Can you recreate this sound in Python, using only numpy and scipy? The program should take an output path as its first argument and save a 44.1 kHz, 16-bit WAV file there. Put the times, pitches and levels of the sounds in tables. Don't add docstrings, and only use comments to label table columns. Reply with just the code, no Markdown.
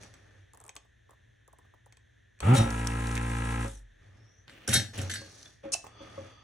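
import sys
import numpy as np
from scipy import signal
from scipy.fft import rfft, irfft
from scipy.io import wavfile

SR = 44100
rng = np.random.default_rng(int(sys.argv[2]) if len(sys.argv) > 2 else 0)


def bounce(signal):
    frames = np.transpose(np.atleast_2d(signal))
    limited = np.clip(frames, -1, 1)
    pcm = np.round(limited * 32767).astype(np.int16)
    wavfile.write(sys.argv[1], SR, pcm)


N = 283563
TIME = np.arange(N) / SR
HIT_TIME = TIME[:SR * 6 // 10]

ON_S, SEALED_S, STARVED_S, CLEARED_S, OFF_S = 2.403, 2.556, 2.597, 2.89, 3.644
FREE_HZ, LOADED_HZ = 73, 57.85
GULP_S = 0.042

# f/Hz, level/dB
SNAP_SPECTRUM = [(2500, -7.5), (5200, -2.5), (6000, 5), (7200, 0), (8000, 0.5), (11000, -7), (13000, -24),
                 (16000, -46)]
# f/Hz, level/dB
BODY_SPECTRUM = [(500, -23), (1200, -4), (2200, 10), (3200, -2), (4800, -11), (7000, -29)]
# f/Hz, level/dB
EDGE_SPECTRUM = [(1300, -24), (2250, -11.5), (2620, 8), (3000, -19), (3600, -12), (6000, -50)]
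# f/Hz, level/dB
GRIT_SPECTRUM = [(1200, -19), (1900, 3.5), (2250, -1), (2700, 2.5), (3200, 0.5), (3800, -7.5),
                 (4900, -15.5), (8000, -22.5)]
# f/Hz, level/dB, t60/s
BENCH_MODES = [(95.4, -1.5, 0.41), (115.2, -3.5, 0.36), (224.2, -2.5, 0.14), (280, -11.5, 0.019)]
# f/Hz, level/dB, t60/s
CHASSIS_MODES = [(240, -1.5, 0.11), (315, 3, 0.085), (496, -8.5, 0.12), (545.4, 6.5, 0.2),
                 (600, -31, 0.071), (673, -12.5, 0.037), (821, -3.5, 0.044), (1120, -2, 0.053)]
# f/Hz, level/dB, t60/s
GUN_MODES = [(1612, -7, .25), (2178, -5, .16), (3249, -5, .2), (3483, -11, .22), (3746, 1, .27),
             (4070, -1, .15), (4346, -6, .24), (4665, -13, .2), (4947, -9, .29), (5413, -6, .25),
             (5645, -9, .23), (5778, -5, .3), (5809, -7, .3), (6089, -11, .29), (6217, -5, .24),
             (6896, -14, .25), (7036, -15, .33), (7374, -3, .26), (7765, -8, .2), (7979, -8, .26),
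             (8143, -5, .17), (8356, -3, .2), (9496, -13, .2), (9582, -13, .2), (9795, -2, .14),
             (10220, -13, .21), (10553, -8, .14), (10740, -7, .16), (11080, -11, .17)]


def amp(db):
    return 10 ** (np.asarray(db) / 20)


def unit(x):
    return x / np.sqrt(np.mean(x ** 2))


def colour(x, points, share=1):
    hz, db = np.transpose(points)
    f = np.maximum(np.fft.rfftfreq(x.shape[-1], 1 / SR), 1)
    gain = amp(share * np.interp(np.log(f), np.log(hz), db))
    return irfft(rfft(x) * gain, x.shape[-1])


def no_bass(x, hz):
    return signal.sosfilt(signal.butter(4, hz, "high", fs=SR, output="sos"), x)


def noise(points, size=N):
    return unit(colour(rng.standard_normal((2, size)), points))


def walk(rate_hz, size=N):
    steps = rng.standard_normal(size // 16)
    return 1.24 * np.interp(TIME[:size] * rate_hz, np.arange(len(steps)), steps)


def since(s):
    return np.maximum(TIME - s, 0)


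def gate(start, stop, attack, release):
    return (1 - np.exp(-since(start) / attack)) * np.exp(-since(stop) / release)


def burst(points, rise, decay):
    envelope = (1 - np.exp(-HIT_TIME / rise)) * np.exp(-HIT_TIME / decay)
    return noise(points, len(HIT_TIME)) * envelope


def ring(modes, scatter_db=2, rise=0.0007, scatter_turns=1):
    hz, db, t60 = np.transpose(modes)[:, :, None]
    size = amp(db + scatter_db * rng.standard_normal((len(modes), 1)))
    phase = 2 * np.pi * (hz * HIT_TIME + scatter_turns * rng.random((len(modes), 1)))
    phase = phase - np.arange(2)[:, None, None] * np.pi / 2
    decay = np.exp(-np.log(1000) * HIT_TIME / t60)
    y = np.sum(size * np.sin(phase) * decay, axis=1)
    return y * (1 - np.exp(-HIT_TIME / rise)) / np.sqrt(np.sum(size ** 2) / 2)


def resonate(x, response):
    response = response / np.sqrt(np.sum(response ** 2) / 2)
    return signal.fftconvolve(x, response, axes=1)[:, :x.shape[1]]


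def add(out, s, sound):
    start = max(int(s * SR), 0)
    out[:, start:start + sound.shape[1]] += sound[:, :N - start]


def room(x, wet_db, t60):
    tail_spectrum = [(2000, -0.5), (8000, -5.0), (14000, -17.5)]
    tail = burst(tail_spectrum, rise=0.0015, decay=t60 / np.log(1000))
    return x + amp(wet_db) * resonate(x, no_bass(tail, 149))


def stereo(pair, width):
    side = colour(pair[1], width)
    return np.array([pair[0] + side, pair[0] - side])


def room_tone():
    # f/Hz, level/dB
    air_spectrum = [(25, 9), (60, 6.5), (105, 16), (150, -2), (400, -10), (700, -19), (1250, -18),
                    (1780, 2), (2200, -11.5), (2850, -15), (3500, -9.5), (4900, -31.5), (6100, -16.5),
                    (8000, -31.5), (11000, -33), (14000, -48)]
    # f/Hz, level/dB
    hum_lines = [(60, -71), (114, -72.5)]
    hum = 0
    for hz, db in hum_lines:
        hum = hum + amp(db) * np.sqrt(2) * np.sin(2 * np.pi * (hz * TIME + rng.random()))
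    return amp(-63.5) * noise(air_spectrum) * amp(1.4 * walk(6)) + hum


def rubbing():
    # t/s, length/s, dull rub/dB, bright rub/dB, bench boom/dB
    strokes = np.array([(0, 0.041, -55, -60, -58.5), (0.134, 0.25, -67, -79, -65.5),
                        (4.009, 0.19, -67, -80.5, -55.5), (4.222, 0.22, -75, -87.5, -63),
                        (4.472, 0.35, -59.5, -74.5, -80), (4.93, 0.14, -48.5, -54.5, -43.5),
                        (5.144, .32, -61.5, -58, -62), (5.63, 0.031, -51, -70.5, -58),
                        (5.838, 0.15, -63.5, -80.5, -62), (6.011, 0.27, -55.5, -67.5, -57.5)])
    # f/Hz, level/dB
    dull_spectrum = [(100, 8.5), (300, 7.5), (550, 5), (750, 1.5), (1000, -4.5), (1250, 2.5), (1450, -1.5),
                     (1700, 1.5), (2700, -5), (3150, -10.5), (3450, -5), (4000, -21), (7000, -43.5)]
    # f/Hz, level/dB
    bright_spectrum = [(2500, -14.5), (4400, -1.5), (5100, -7), (5800, 2.5), (6500, -1.5), (7300, -10.5),
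                       (10500, -13), (12500, -31.5)]
    envelopes = np.array([gate(s, s + length, attack=0.0057, release=0.06) for s, length, *_ in strokes])
    dull, bright, push = amp(strokes[:, 2:].T) @ envelopes
    boom = resonate(push * rng.standard_normal((2, N)), ring(BENCH_MODES[:2]))
    dull_rub = dull * noise(dull_spectrum) * amp(0.71 * walk(150))
    bright_rub = bright * noise(bright_spectrum) * amp(2 * walk(330))
    return dull_rub + bright_rub + boom


def snap(body_db):
    body = burst(BODY_SPECTRUM, rise=0.00036, decay=0.0016)
    return amp(-4) * burst(SNAP_SPECTRUM, rise=0.00038, decay=0.0019) + amp(body_db) * body


def flex(start_hz=1500, end_hz=520, fall=0.0037, decay=0.003):
    hz = end_hz + (start_hz - end_hz) * np.exp(-HIT_TIME / fall)
    envelope = (1 - np.exp(-HIT_TIME / 0.0022)) * np.exp(-HIT_TIME / decay)
    wave = np.sin(2 * np.pi * np.cumsum(hz) / SR) * envelope
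    return np.sqrt(2) * np.array([wave, -wave / 2])


def board_knock():
    # f/Hz, level/dB
    knock_spectrum = [(150, -12.5), (450, -4), (750, -5), (1150, -2.5), (1500, -27), (2500, -32)]
    return flex() + amp(-3.5) * burst(knock_spectrum, rise=0.0011, decay=0.0084)


def ticks(lag_s=0.002):
    # t/s, level/dB
    creaks = [(0.5346, -47.5), (0.5473, -51), (0.5732, -48), (.602, -47.5), (0.6130, -52), (0.6396, -46),
              (.651, -51), (0.6647, -49), (0.68, -45.5), (0.754, -45), (1.1079, -53.5), (1.478, -51.5),
              (1.5291, -55), (1.586, -56.5), (1.86, -55)]
    # f/Hz, level/dB
    creak_spectrum = [(2500, -3), (5000, -13), (6200, 2), (8000, 6.5), (11000, 4), (13000, -24),
                      (16000, -32)]
    # t/s, level/dB
    clicks = [(0.0332, -41.5), (.1394, -44.5), (0.6924, -35.5), (0.764, -33), (1.924, -47), (1.97, -50),
              (2.39, -54.5), (2.4036, -28.5), (5.866, -43.5)]
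    # f/Hz, level/dB, t60/s
    tip_modes = [(1766, -16.5, 0.045), (2540, 1, 0.035), (3203, -7.5, 0.1), (4420, -8, 0.047),
                 (6400, -2.5, 0.057), (7940, -1.5, 0.049)]
    # t/s, level/dB
    lifts = [(3.168, -37), (3.177, -32.5)]
    # t/s, level/dB
    board_knocks = [(0.848, -58), (1.092, -52), (1.131, -54.5), (1.649, -59.5), (1.738, -53),
                    (5.841, -38.5), (5.866, -43)]
    out = np.zeros((2, N))
    for s, db in creaks:
        add(out, s, amp(db) * burst(creak_spectrum, rise=0.0001, decay=0.0014))
        add(out, s + lag_s, amp(-51.5) * board_knock())
    for s, db in clicks:
        add(out, s, amp(db) * (snap(body_db=-4) + amp(-13) * ring(tip_modes, scatter_db=1.5)))
        add(out, s + lag_s, amp(db - 13.5) * board_knock())
    for s, db in lifts:
        crack = burst(EDGE_SPECTRUM, rise=0.00045, decay=0.0024)
        add(out, s, amp(db) * (crack + amp(2) * snap(body_db=5)))
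    for s, db in board_knocks:
        add(out, s, amp(db) * board_knock())
    return out


def shaft_speed():
    spin_up_s, load_s, coast_s = .058, .045, .9
    plug_sag_hz, stumble_hz = .85, 9
    free = FREE_HZ * (1 - np.exp(-since(ON_S) / spin_up_s))
    loaded = LOADED_HZ - plug_sag_hz * np.exp(-since(CLEARED_S) / load_s)
    vacuum = 1 - np.exp(-since(SEALED_S) / load_s)
    stumble = stumble_hz * gate(SEALED_S, SEALED_S + GULP_S, attack=.012, release=.025)
    return (free + vacuum * (loaded - free) - stumble) * np.exp(-since(OFF_S) / coast_s)


def effort(speed):
    vent_s = 0.2
    gulp = gate(SEALED_S - GULP_S / 2, SEALED_S + GULP_S / 2, attack=0.007, release=0.034)
    choke = 1 - .8 * gate(SEALED_S, SEALED_S + GULP_S / 2, attack=.002, release=.004)
    pace = np.minimum(speed / LOADED_HZ, 1)
    shake = amp(-30.5) * gate(SEALED_S, OFF_S, attack=0.047, release=0.038)
    puff = amp(-18) * pace ** 3 * choke * np.exp(-since(STARVED_S) / 0.04)
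    valve = amp(-41.5) * gate(ON_S, OFF_S, attack=0.044, release=0.018) + amp(-48.0) * gulp
    leak = np.maximum(1 - since(OFF_S) / vent_s, 0) ** 1.25
    hiss = amp(-51.5) * pace * leak + amp(-39) * gulp
    return shake, puff, valve, hiss


def harmonics(turns, orders):
    z = 0
    for k, db in orders:
        z = z + amp(db) * np.exp(2j * np.pi * (round(k) * turns + rng.random()))
    return unit(np.array([z.real, z.imag]))


def pipe(turns):
    # f/Hz, level/dB, t60/s
    pipe_modes = [(560, 0, 0.18), (764, -4.5, 0.048), (1295, 4.5, 0.027), (2340, -5, 0.045),
                  (2650, -18, 0.028)]
    puffs = np.diff(np.floor(2 * turns), prepend=0) * amp(2 * walk(90))
    return resonate(puffs[None], ring(pipe_modes, scatter_db=-8)) * np.sqrt(SR / (2 * FREE_HZ))


def valves(turns):
    # f/Hz, width/Hz, level/dB
    casing_table = [(865, 80, -4), (1040, 70, -6), (1310, 100, 0), (1680, 100, 2), (1850, 100, 0),
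                    (1970, 100, -2), (2190, 120, 1), (2430, 140, -1), (2700, 130, -3), (3420, 340, -16)]
    # phase/turn, level/dB
    slap_table = [(0, 6), (0.211, 1.5), (.38, -0.5), (.83, -11)]
    jitter_turns, scatter_db = .002, 1.5
    modes = [(hz, db, np.log(1000) / np.pi / width) for hz, width, db in casing_table]
    casing = 0
    for at, db in slap_table:
        passed = np.floor(turns - at + jitter_turns * walk(60))
        strength = amp(db + scatter_db * walk(60) + 0.65 * walk(6.1))
        slaps = np.diff(passed, prepend=passed[0]) * strength
        contact = unit(burst(BODY_SPECTRUM, rise=0.00019, decay=0.00042))
        spot = unit(ring(modes, scatter_db=1, rise=0.00099)) + amp(-9.5) * contact
        casing = casing + resonate(slaps[None], spot)
    rattle = noise(BODY_SPECTRUM) * np.exp(-(turns % 1) / 0.64)
    return no_bass(unit(casing) + amp(-8) * unit(rattle), 870)


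def hose(turns):
    # f/Hz, level/dB, t60/s
    hose_modes = [(905, 9, 0.025), (782, -10.5, 0.029), (1352, -5.5, 0.037)]
    strokes = np.diff(np.floor(turns), prepend=0) * amp(1.5 * walk(60))
    honk = unit(resonate(strokes[None], ring(hose_modes, scatter_db=-6.0)) * (TIME < OFF_S))
    honk = honk * np.sqrt((OFF_S - ON_S) / TIME[-1])
    return amp(-45.5) * gate(SEALED_S, CLEARED_S, attack=0.11, release=0.04) * honk


def pump():
    # order/shaft rate, level/dB
    shake_orders = [(1, 0), (2, -1), (3, -17), (4, -9), (5, -11), (6, -18), (7, -31), (8, -16), (9, -20),
                    (10, -29), (11, -36), (12, -28), (13, -32), (14, -22), (15, -22), (16, -23), (17, -25),
                    (18, -21)]
    # order/shaft rate, level/dB
    puff_orders = [(2, -1), (3, -19.5), (4, -10), (5, -26), (6, -18), (8, -26.5), (10, -31), (12, -25),
                   (14, -41), (18, -37), (20, -39), (22, -49)]
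    # order/shaft rate, level/dB
    whine_orders = [(15, -2), (23, 0), (28, -1), (29, 2), (32, 1), (37, -1), (38, 0), (45, -4), (47, -5)]
    # f/Hz, level/dB
    hiss_spectrum = [(1650, -12.5), (2800, -9.5), (3080, -3.5), (3870, -2), (4060, -7.5), (4860, -8.5),
                     (5170, -11.5), (5640, -1), (6500, -1.5), (7640, 0), (9730, 0.5), (10900, -8.5),
                     (12400, -23), (14000, -51)]
    # f/Hz, level/dB
    churn_spectrum = [(50, -6.5), (110, 7.5), (300, -2.5), (450, 0), (555, 0), (650, -14), (830, 4.5),
                      (1100, -8), (1330, 5), (1520, -9), (2100, -10.5), (2700, -11.5), (3400, -16),
                      (6000, -45)]
    speed = shaft_speed()
    shake, puff, valve, hiss = effort(speed)
    turns = np.cumsum(speed * (1 + .001 * walk(25))) / SR
    whine = amp(2 * walk(20)) * harmonics(turns, whine_orders)
    loaded = harmonics(turns, shake_orders) + amp(-19) * whine
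    free = amp(1.5 * walk(70)) * harmonics(turns, puff_orders) + amp(-18.5) * pipe(turns)
    buzz = shake * loaded + puff * free
    churn = noise(churn_spectrum) * (amp(-4.5) * valve + amp(-16) * puff)
    pulse = 1 + .15 * np.cos(2 * np.pi * turns)
    suction = noise(hiss_spectrum) * hiss * amp(1.5 * walk(60)) * pulse
    out = buzz + amp(-6.0) * valve * valves(turns) + churn + suction + hose(turns)
    rock = gate(OFF_S, OFF_S, attack=0.032, release=0.12) * amp(2.5 * walk(35))
    out = out + amp(-37) * rock * harmonics(turns, shake_orders[:1])
    add(out, ON_S + 0.024, amp(-33.5) * burst(churn_spectrum, rise=0.0014, decay=0.023))
    add(out, OFF_S, amp(-39) * burst(churn_spectrum, rise=0.0058, decay=0.023))
    return out


def nozzle():
    # t/s, level/dB
    spits = [(2.7043, -35), (2.8712, -26), (3.07, -37.5), (3.113, -38), (3.153, -32.5), (3.68, -43)]
    # f/Hz, level/dB
    drive_spectrum = [(2000, 0), (3700, 2), (5000, 8.5), (5800, 6), (7400, -15), (9000, -20)]
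    out = np.zeros((2, N))
    grit = burst(GRIT_SPECTRUM, rise=0.0104, decay=0.035) * amp(2.2 * walk(400, len(HIT_TIME)))
    add(out, SEALED_S - .012, amp(-34.5) * grit)
    gun = colour(ring(GUN_MODES, rise=0.023), drive_spectrum) * np.exp(-HIT_TIME / 0.17)
    add(out, SEALED_S, amp(-28.5) * gun)
    for s, db in spits:
        add(out, s, amp(db) * burst(SNAP_SPECTRUM, rise=.0002, decay=.003))
    return out


def blow(bench_db, chassis_db):
    bench = ring(BENCH_MODES, scatter_db=2.5, rise=0.005, scatter_turns=0.16)
    chassis = ring(CHASSIS_MODES, scatter_db=4.0, rise=0.0014, scatter_turns=0.33)
    return amp(bench_db) * bench + amp(chassis_db) * chassis


def bumps(boom_lag_s=0.01084):
    # t/s, level/dB
    chassis_knocks = [(2.553, -26), (2.66, -34.5), (3.648, -39.5), (5.216, -46.5), (5.637, -42.5),
                      (5.653, -36), (6.004, -44), (6.178, -36), (6.212, -45)]
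    # t/s, level/dB
    thumps = [(4.679, -27), (4.748, -26), (4.978, -33), (5.02, -38.5), (5.098, -44.5), (5.176, -50.5),
              (6.004, -60), (6.178, -50.5)]
    # f/Hz, level/dB
    thud_spectrum = [(80, -11.5), (150, -1), (240, 2.5), (400, -12), (800, -12.5), (1500, -52)]
    rebound_s, rebound_db, count = .024, -9.5, 4
    out = np.zeros((2, N))
    for s, db in chassis_knocks:
        for k in range(count):
            late_s = k * rebound_s * (1 + .1 * rng.standard_normal())
            add(out, s + late_s, amp(db + k * rebound_db) * blow(bench_db=-20, chassis_db=0))
    for s, db in thumps:
        bend = flex(start_hz=609.5, end_hz=118.6, fall=0.01007, decay=0.042)
        steel = ring(CHASSIS_MODES, scatter_db=-1.0, rise=0.0018)
        add(out, s, amp(db) * (amp(-10.5) * bend + amp(-14.5) * steel))
        add(out, s, amp(db - 7) * burst(thud_spectrum, rise=0.0014, decay=0.048))
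        add(out, s + boom_lag_s, amp(db) * blow(bench_db=3.0, chassis_db=-13.5))
    return out


def whistle(width_hz=170):
    # start/s, loudest/s, end/s, start f/Hz, end f/Hz, peak level/dB
    whistles = [(3.726, 3.75, 3.804, 6600, 5430, -59.5), (4.115, 4.376, 4.47, 5200, 6180, -69.5)]
    flutter = noise([(width_hz, 0), (3 * width_hz, -20), (8 * width_hz, -50)])
    out = 0
    for start, loudest, end, start_hz, end_hz, db in whistles:
        hz = np.interp(TIME, [start, end], [start_hz, end_hz])
        swell = np.interp(TIME, [start, loudest, end], [0, 1, 0])
        out = out + amp(db) * swell * np.sqrt(2) * np.sin(2 * np.pi * np.cumsum(hz) / SR)
    return flutter * out


def grating():
    # t/s, length/s, level/dB
    slides = [(4.467, 0.22, -61.5), (4.67, 0.068, -39.5), (4.933, 0.061, -45), (5.106, 0.15, -65)]
    pressure = 0
    for s, length, db in slides:
        pressure = pressure + amp(db) * gate(s, s + length, attack=0.025, release=0.038)
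    return pressure * unit(noise(GRIT_SPECTRUM) * amp(4 * walk(900)))


def stand():
    # t/s, bright level before the mix/dB, decay/s, dull re bright/dB, gun ring re bright/dB
    contacts = [(4.48, -51.5, 0.00065, 18, -22), (4.496, -57.5, 0.0029, 15, 0),
                (4.677, -21, 0.0036, -23, -18), (4.685, -29.5, 0.034, -4.5, -9),
                (4.713, -30, 0.0022, -18, -2), (4.728, -29, 0.0029, 6.5, -8),
                (4.731, -14, 0.012, -24, -2.5), (4.750, -28, 0.026, 4, 7), (4.977, -37, 0.0087, -8, -5),
                (5.014, -35.5, 0.0072, -18, -17), (5.096, -37.5, 0.015, 4, -14),
                (5.111, -34, 0.0075, 1, -4), (5.136, -30, 0.0078, -1, -12), (5.156, -38.5, 0.013, 6, -10),
                (5.457, -67, 0.0096, 15.5, -8)]
    # f/Hz, level/dB
    crash_spectrum = [(240, -39.5), (400, -9.5), (804, -10.5), (994, -19), (1590, 4), (2510, -16),
                      (3660, -9), (4600, -22.5), (5600, 4), (6510, -3.5), (8060, 1), (8960, -6.5),
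                      (11100, -1.5), (12300, -17.5), (15000, -40)]
    # f/Hz, level/dB
    clunk_spectrum = [(600, -23), (1400, -25), (1700, 14), (2100, 2), (2600, -2), (3500, 2), (4500, 0),
                      (7000, -44.5)]
    # t/s, f/Hz, level/dB
    pings = [(5.097, 6220, -44), (5.110, 6230, -35.5), (5.110, 2036, -39), (5.111, 8400, -51),
             (5.111, 4520, -43), (5.137, 7900, -36.5), (5.457, 3470, -50)]
    # f/Hz, level/dB, t60/s
    barrel_modes = [(1626, -3, .25), (4371, 0, .3), (4953, -6, .2), (6040, -17, .4)]
    holder_damp_s, ping_t60_s, seated_s = .09, 0.076, 5.146
    chatter, out = np.zeros((2, 2, N))
    for s, db, decay, dull_db, ring_db in contacts:
        rise = 0.053 * decay
        shower = burst(crash_spectrum, rise, decay) + amp(dull_db) * burst(clunk_spectrum, rise, decay)
        add(chatter, s, amp(db) * shower * amp(3.5 * walk(500, len(HIT_TIME))))
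        gun = ring(GUN_MODES, scatter_db=0.5, rise=0.013) * np.exp(-HIT_TIME / holder_damp_s)
        add(out, s, amp(db + ring_db) * gun)
    for s, hz, db in pings:
        add(out, s, amp(db) * ring([(hz, 0, ping_t60_s)], scatter_db=0, rise=.0015))
    add(out, seated_s, amp(-38.0) * ring(barrel_modes, rise=0.011))
    sheet_decay = np.exp(-HIT_TIME / 0.007) + amp(-21) * np.exp(-HIT_TIME / 0.052)
    sheet = rng.standard_normal((2, len(HIT_TIME))) * sheet_decay
    return out + amp(-5.0) * chatter + amp(-8.0) * resonate(chatter, sheet)


def scrape(count=11):
    # f/Hz, level/dB
    slip_spectrum = [(500, -17.5), (1240, -16), (2020, -39), (2700, -15), (3720, -24), (4250, -8.5),
                     (4900, -13), (5300, -0.5), (6700, -0.5), (7700, -10), (8800, 0.5), (10000, -12),
                     (11200, -22), (12000, -48), (14000, -70.5)]
    # f/Hz, level/dB, t60/s
    flick_modes = [(2640, 0, .05), (2950, -6, .035)]
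    start_s, length_s = 5.7205, .0218
    first_db, last_db = -31, -22
    rasp_db, rasp_growth_db = -31, 26
    out = np.zeros((2, N))
    for along in np.linspace(0, 1, count):
        s = start_s + length_s * along ** .8 + .0002 * rng.standard_normal()
        db = first_db + along * (last_db - first_db)
        slip = amp(2.5) * burst(slip_spectrum, rise=0.00013, decay=0.0018)
        slip = slip + amp(-20.5) * burst(SNAP_SPECTRUM, rise=.003, decay=0.019)
        add(out, s, amp(db) * slip)
        rasp = burst(EDGE_SPECTRUM, rise=0.0005, decay=0.0011)
        add(out, s, amp(rasp_db - rasp_growth_db * (1 - along)) * rasp)
    add(out, start_s + length_s * .7, amp(-25) * ring(flick_modes, scatter_db=1.5, rise=.003))
    freed = flex(start_hz=830, end_hz=685, fall=0.0015, decay=0.003)
    add(out, start_s + length_s + .006, amp(-25) * freed)
    return out


def put_down():
    # f/Hz, level/dB
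    thin_spectrum = [(1100, -7.5), (1250, 7), (1400, -16.5), (3150, -9.5), (3450, 0.5), (3750, -30.5),
                     (4700, -7), (4850, -20), (5000, -24), (5900, -17), (6200, -8), (6800, -57)]
    out = np.zeros((2, N))
    thin = burst(thin_spectrum, rise=0.0027, decay=1.0) * amp(2 * walk(26.7, len(HIT_TIME)))
    add(out, 5.866, amp(-59.0) * thin)
    return out


def scene():
    # f/Hz, gain/dB
    air_width = [(60, -22), (110, -13), (200, 0), (380, 5), (700, 14.5), (1290, -7), (2380, -17.5),
                 (4400, -5.5), (8120, -12), (15000, 9)]
    # f/Hz, gain/dB
    hand_width = [(60, -18.5), (110, -18.5), (200, -12), (380, -10), (700, 3), (1290, -7), (2380, -6),
                  (4400, -1), (8120, -10), (15000, 18.5)]
    # f/Hz, gain/dB
    pump_width = [(60, -46), (110, -28.5), (200, -19.5), (380, -16.5), (700, 6.5), (1290, -5), (2380, -5.5),
                  (4400, -0.5), (8120, -13.5), (15000, 29)]
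    # f/Hz, tilt/dB
    hand_lean = [(60, 1), (110, -0.5), (200, 0.5), (380, 1), (700, -1), (1290, 0.0), (2380, 0.0),
                 (4400, 0.0), (8120, 1), (15000, 0.5)]
    # f/Hz, tilt/dB
    pump_lean = [(120, 0), (200, -1.5), (380, -.5), (650, -5.5), (1290, 3.5), (2380, 3), (4400, 1.5),
                 (9000, .5)]
    near = rubbing() + ticks() + bumps() + whistle() + grating() + stand() + scrape() + put_down()
    left, right = stereo(room(near, wet_db=-15.0, t60=0.32), hand_width)
    hands = np.array([colour(left, hand_lean, 0.55), colour(right, hand_lean, -0.4)])
    left, right = stereo(room(pump() + nozzle(), wet_db=-19.0, t60=0.37), pump_width)
    motor = np.array([colour(left, pump_lean, 0.63), colour(right, pump_lean, -0.154)])
    return motor + hands + stereo(room_tone(), air_width)


def record(dry):
    response = [(20, -18), (35, -8), (50, 0), (11500, 0), (12700, -6), (16000, -4)]
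    low_pass = signal.ellip(8, .2, 70, 16200, fs=SR, output="sos")
    return signal.sosfilt(low_pass, colour(dry, response))


dry = scene()
out = record(dry)
bounce(out)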